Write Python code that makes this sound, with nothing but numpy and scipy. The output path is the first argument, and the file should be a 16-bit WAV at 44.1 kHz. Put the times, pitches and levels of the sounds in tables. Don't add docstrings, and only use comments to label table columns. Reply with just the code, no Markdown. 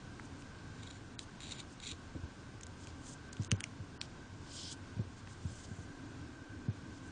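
import sys
import numpy as np
from scipy import signal
from scipy.fft import rfft, irfft, next_fast_len
from scipy.io import wavfile
from scipy.ndimage import uniform_filter1d, map_coordinates

SR = 44100
rng = np.random.default_rng(int(sys.argv[2]) if len(sys.argv) > 2 else 0)


def attenuation_scalar(level_db):
    decades = np.asarray(level_db, float) / 20
    return 10 ** decades


def inscribe(sig):
    pcm = np.round(np.clip(np.atleast_2d(sig).T, -1, 1) * 32767)
    wavfile.write(sys.argv[1], SR, pcm.astype(np.int16))


N = 313551


def unit(x):
    return x / np.sqrt(np.mean(x ** 2) + 1e-20)


def along(points, hz):
    f, value = np.transpose(points)
    return np.interp(np.log(hz + 1), np.log(f + 1), value)


def wobble(rate):
    knots = rng.standard_normal(int(N * rate / SR) + 4)
    return map_coordinates(knots, [np.arange(N) * rate / SR])


def filtered(x, response):
    m = next_fast_len(N + SR // 2)
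    return irfft(rfft(x, m) * response(np.fft.rfftfreq(m, 1 / SR)), m)[..., :N]


def modes(table):
    def response(f):
        total = 0
        for k, (centre, width, db) in enumerate(table):
            resonance = 1j * f * width / (centre * centre - f * f + 1j * f * width)
            total = total + (-1) ** k * attenuation_scalar(db) * resonance
        return total
    return response


def grit(spread_db, rate):
    size_db = spread_db * rng.standard_normal(N) + spread_db * wobble(rate)
    return unit(rng.standard_normal(N) * attenuation_scalar(size_db))


def swell(s, hold, db, rise, fall):
    t = np.arange(N) / SR - s
    slope = np.minimum(t / rise, (hold - t) / fall)
    return attenuation_scalar(db + 20 * np.minimum(slope, 0))


# f/Hz, level/dB per Hz
ROOM_COLOUR = [(12, -44), (20, -6.5), (54, -10.5), (88, -2), (217, -9.5), (254, -9), (486, -18),
               (539, -19.5), (837, -21), (1090, -18), (1240, -23), (1560, -20.5), (1690, -26), (6840, -33),
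               (9840, -41.5), (12800, -80.5), (21600, -120)]
# f/Hz, width/Hz, level/dB, growth with load [dB per dB]
FAN_BANDS = [(93.4, 39, -60, .7), (272.2, 83, -61.5, 0.98), (1551, 128, -65.5, .25)]
# t/s, level/dB
FAN_LOAD = [(0, 0.5), (1.2, .1), (1.7, -1.5), (4.8, -0.6), (5.4, -1), (6.2, 7.5), (6.75, 8), (7.11, 7.5)]


def room():
    hiss = unit(filtered(rng.standard_normal(N), lambda f: attenuation_scalar(along(ROOM_COLOUR, f))))
    out = attenuation_scalar(-52 + 0.45 * wobble(5.3)) * hiss
    load_db = np.interp(np.arange(N) / SR, *np.transpose(FAN_LOAD))
    for hz, width, db, growth in FAN_BANDS:
        band = modes([(hz, width, 0)])
        rush = unit(filtered(rng.standard_normal(N), lambda f: band(f) ** 2))
        out += attenuation_scalar(db + growth * load_db + 1.37 * wobble(9) + 0.9 * wobble(1.486)) * rush
    return out


# t/s, peak level/dB, bounce delay/s, bounce share of the blow
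SNAPS = [
    (.1970, -30.5, 0.00049, 0.19),
    (1.1921, -26, .0005, 0.2),
    (3.516, -14, .0004, 0.23),
    (3.606, -24.5, .0006, 0.24),
    (3.6400, -22, 0.00091, 0.38),
    (4.0141, -21.5, .0009, .25),
]
# f/Hz, width/Hz, level/dB
SNAP_RINGS = [
    [(1060, 600, 8), (1970, 930, 3.5), (2800, 520, -5)],
    [(1940, 740, -12), (2920, 600, -6), (3940, 780, -3), (7050, 550, -7.5), (8560, 790, -13)],
    [(1480, 1900, -7), (2420, 470, 2), (3010, 350, 1.5), (4300, 1500, -7), (6290, 470, 3), (7300, 350, -7),
     (8340, 290, -2.5), (8950, 240, -13.5)],
    [(1480, 500, -7.5), (3140, 400, -4), (6360, 980, -9.5), (9100, 280, -1.5)],
    [(2250, 450, 1), (3000, 460, 0), (5660, 700, -3), (6800, 610, -5), (8900, 700, -10.5)],
    [(1400, 360, -6.5), (2530, 320, 0), (3300, 660, 1), (4160, 960, 0.5), (5660, 210, -0.5),
     (7360, 380, -7.5), (8950, 400, -15)],
]


def snaps():
    out, t = np.zeros(N + SR), np.arange(SR // 20) / SR
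    draws = rng.standard_normal((len(SNAPS), 2, len(t)))
    for (s, db, delay, share), table, (chatter, smear) in zip(SNAPS, SNAP_RINGS, draws):
        push = 0.089 * chatter * attenuation_scalar(-60 * t / 0.01)
        push += 0.0038 * chatter * attenuation_scalar(-60 * t / 0.37)
        push[0] = 1
        push[round(delay * SR)] = share
        blow = irfft(rfft(push) * modes(table)(np.fft.rfftfreq(len(t), 1 / SR)), len(t))
        out[round(s * SR):][:len(t)] += attenuation_scalar(db) * blow / np.abs(blow).max()
        haze = unit(np.convolve(smear, blow)[:len(t)]) * 0.55 * (t < 0.012)
        out[round((s - 0.006) * SR):][:len(t)] += attenuation_scalar(db - 29) * haze
    return filtered(out[:N], lambda f: (1j * f / (800 + 1j * f)) ** 2)


# t/s at full speed, hold/s, level/dB, rise/s, upper band level/dB
STROKES = [(0.252, .003, -63, .04, 0.5), (.41, .003, -61.5, .09, 2), (1.2, .035, -58, .004, -1.5),
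           (1.719, .022, -63.5, 0.073, -2), (2.842, .003, -59, .11, -1.5), (2.874, 0.031, -62, .02, -3),
           (3.069, 0.07, -53.5, 0.072, -0.5), (3.418, .05, -60.5, .05, -2.5), (4.021, 0.036, -58, .004, -3),
           (4.551, 0.068, -48.5, 0.11, -3.5), (4.633, 0.068, -48.5, 0.034, -8.5),
           (4.715, 0.019, -47, .02, -3.5), (5.184, 0.018, -64, 0.054, -2), (5.304, .03, -62.5, .055, -1.5),
           (5.494, .12, -59, 0.17, -1), (5.64, .015, -56.5, 0.026, -1.5), (5.684, 0.16, -65.5, 0.033, 3),
           (6.98, 0.0044, -65, .16, -3), (7.084, .003, -63, 0.11, -.5)]
# f/Hz, level/dB
YARN_LOW = [(1500, -21.5), (2650, -16), (3100, -0.5), (3700, -6), (5100, -0.5), (5700, -4.5), (8000, -37)]
# f/Hz, level/dB
YARN_HIGH = [(4500, -34.5), (6200, -6), (6800, -6), (7500, -6), (7900, -7), (9000, -11.5), (10000, -17)]


def strokes():
    def fizz(colour):
        return unit(filtered(grit(spread_db=1.5, rate=150), lambda f: attenuation_scalar(along(colour, f))))
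    low, high = fizz(YARN_LOW), fizz(YARN_HIGH)
    shares = np.clip(attenuation_scalar([row[-1] for row in STROKES]), 0, 0.98)
    levels = np.array([swell(s, hold, db, rise, fall=0.015) for s, hold, db, rise, _ in STROKES])
    return np.sqrt(1 - shares ** 2) @ levels * low + shares @ levels * high


# t/s, peak level/dB, low mode f/Hz, high mode f/Hz, high mode level/dB
TICKS = [(0.4224, -41.5, 2800, 4500, -3), (.5116, -51.5, 2500, 4000, -13), (0.587, -45, 3000, 4500, -5),
         (1.4049, -35, 3430, 6900, -4), (1.8015, -38.5, 3800, 6900, -5.5), (2.6106, -40, 2500, 6900, 4),
         (2.633, -38, 3770, 6200, 10), (2.635, -40, 3800, 6200, 5), (2.6375, -44, 3800, 6500, 14),
         (2.6678, -38, 5200, 6800, 6), (2.8717, -40, 3000, 6300, -3), (3.329, -37, 2520, 6600, 9),
         (3.3317, -38.5, 4850, 7460, 0.5), (3.3685, -41, 3000, 6050, -3), (3.4228, -40, 2500, 5900, 5.5),
         (3.434, -40, 4000, 6000, 7), (3.447, -35, 4070, 5900, 9), (3.6364, -43, 2310, 6540, -6.5),
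         (4.4634, -46, 2200, 3500, -6), (5.274, -37.5, 1790, 2490, -18)]


def ticks():
    out, t = np.zeros(N + SR), np.arange(SR // 40) / SR
    t60 = 0.0048
    chatters = rng.standard_normal((len(TICKS), len(t)))
    for (s, db, low_hz, high_hz, high_db), chatter in zip(TICKS, chatters):
        ring = np.sin(2 * np.pi * low_hz * t) + attenuation_scalar(high_db) * np.sin(2 * np.pi * high_hz * t)
        ring *= attenuation_scalar(-60 * t / (0.36 * t60)) * (1 - np.exp(-t / 0.0001))
        push = 0.15 * chatter * attenuation_scalar(-60 * t / (2.2 * t60))
        push[0] = 1
        blow = np.convolve(push, ring)[:len(t)]
        out[round(s * SR):][:len(t)] += attenuation_scalar(db + 1) * blow / np.abs(blow).max()
    return filtered(out[:N], lambda f: 1j * f / (700 + 1j * f))


# t/s at full force, hold/s, level/dB, rise/s
CUTS = [
    (0.824, 0.15, -60, .2),
    (1.199, .012, -58, .004),
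    (1.412, .12, -49.5, .004),
    (1.55, .025, -55, .02),
    (1.59, .015, -50, .02),
    (1.838, 0.082, -46, 0.042),
]
# t/s, peak level/dB
BITES = [(0.83, -41), (0.872, -40), (0.905, -38.5), (1.4344, -42), (1.511, -38.5), (1.521, -30.5),
         (1.588, -51), (1.5993, -36), (1.831, -43), (1.863, -48), (1.872, -30.5), (1.892, -37),
         (1.9125, -32.5)]
# f/Hz, width/Hz, level/dB
BLADE_RINGS = [(2320, 480, -7), (3340, 540, -5.5), (3830, 295, 0), (4430, 410, -7.5), (5740, 700, -12.5),
               (6200, 350, -9.5), (7030, 250, -4), (8440, 650, -14), (9900, 550, -17.5)]


def shearing():
    t = np.arange(N) / SR
    force = sum(swell(s, hold, db - 4, rise, fall=0.033) for s, hold, db, rise in CUTS)
    bite_s = 0.0051
    for s, db in BITES:
        near = slice(int((s - 0.03) * SR), int((s + 0.05) * SR))
        force[near] += attenuation_scalar(db - 14) * np.exp(-((t[near] - s - bite_s / 2) / bite_s) ** 2)
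    grind = filtered(grit(spread_db=2.8, rate=400), modes(BLADE_RINGS))
    steady = np.sqrt(np.abs(uniform_filter1d(grind ** 2, size=600)))
    return force * grind / steady


# t/s, peak level/dB, settled f/Hz, rattle level/dB
KNOCKS = [(1.918, -40, 79.5, -14), (2.1507, -37.5, 81.5, -5), (2.232, -35, 77, -13.5),
          (3.3951, -29.5, 98.5, -21), (3.521, -23, 97.3, -14.5), (3.7982, -37, 92, -21),
          (4.965, -37.5, 92, -23), (4.993, -27.5, 97.4, -19.5), (5.4505, -30.5, 85, -31),
          (5.514, -42, 95, -26), (5.7109, -35.5, 94, -26), (5.7851, -38.5, 93, -21),
          (6.6828, -26.5, 99.4, -24), (6.828, -46, 129, -12)]


def knocks():
    out, t = np.zeros(N + SR), np.arange(SR // 3) / SR
    rattle = unit(filtered(rng.standard_normal(N), modes([(293, 83, 5.5), (440, 220, -4)])))
    fade = 0.81 * np.exp(-(5 * t / 0.12) ** 2) + 0.14 * attenuation_scalar(-60 * t / 0.33)
    envelope = (1 - np.exp(-t / 0.0024)) * fade
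    first_pitch = 3.07
    for s, db, hz, rattle_db in KNOCKS:
        start = round(s * SR)
        cycles = np.cumsum(hz * (1 + (first_pitch - 1) * np.exp(-t / 0.0035))) / SR
        body = np.sin(2 * np.pi * cycles)
        body += 0.19 * attenuation_scalar(-60 * t / 0.42) * np.sin(2 * np.pi * 1.88 * cycles)
        body += attenuation_scalar(rattle_db - 60 * t / 0.44) * rattle[start - len(t):][:len(t)]
        out[start:][:len(t)] += attenuation_scalar(db + 1) * envelope * body
    return out[:N]


# f/Hz, share missing [0-1]
MISSING = [(4000, 0.022), (6000, .03), (8000, 0.018), (9300, 0.31), (10000, 0.7)]
# f/Hz, width/Hz
GAP = (7880, 62)


def thin(x):
    hz, t, z = signal.stft(x, SR, nperseg=1024)
    lots = rng.random((len(hz) // 2 + 1, len(t) // 5 + 1))
    lots = np.repeat(np.repeat(lots, 2, 0), 5, 1)[:len(hz), :len(t)]
    x = signal.istft(z * (lots > along(MISSING, hz)[:, None]), SR, nperseg=1024)[1][:N]
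    gap_hz, width = GAP
    return filtered(x, lambda f: 1 - 0.95 * np.exp(-((f - gap_hz) / width) ** 2))


def scene():
    steady = thin(shearing() + strokes() + room())
    return (steady + ticks() + snaps() + knocks())[None]


def loudest(db, start, end):
    return np.max([np.roll(db, -k) for k in range(start, end)], 0)


def starve(x):
    hz, t, z = signal.stft(x, SR, nperseg=256)
    lots = rng.random((len(hz) // 4 + 1, len(t) // 4 + 1))
    lots = np.repeat(np.repeat(lots, 4, 0), 4, 1)[:len(hz), :len(t)]

    def level_over_usual(band):
        db = 10 * np.log10(np.sum(np.abs(z[0, band]) ** 2, 0) + 1e-20)
        return db - np.median(db)
    treble_db, bass_db = level_over_usual(hz > 3500), level_over_usual(hz < 600)
    sharp_db = np.maximum(loudest(treble_db, 0, 13), loudest(treble_db, -14, 0) - 14)
    thud_db = uniform_filter1d(loudest(bass_db, -10, 6), size=5) - 3
    lack = 0.056 * np.maximum(sharp_db - 13, 0) + 0.02 * np.maximum(thud_db - 7, 0)
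    quiet = loudest(treble_db, -2, 3) < np.maximum(9, sharp_db - 14)
    octaves = np.log2(hz[:, None] / 6500 + 1e-3)
    share = (lack > 0) * quiet * (lack + 0.36 * octaves)
    lost = (hz[:, None] > 2000) & (lots < share)
    return signal.istft(z * ~lost, SR, nperseg=256)[1][:, :N]


def top_cut(x):
    return signal.sosfilt(signal.butter(12, 9990, fs=SR, output="sos"), x)


def record(dry):
    x = filtered(starve(dry), lambda f: 1 / (1 + (f / 10000) ** 150))
    mix = x + attenuation_scalar(-101) * rng.standard_normal(dry.shape)
    return top_cut(mix)


dry = scene()
out = record(dry)
inscribe(out)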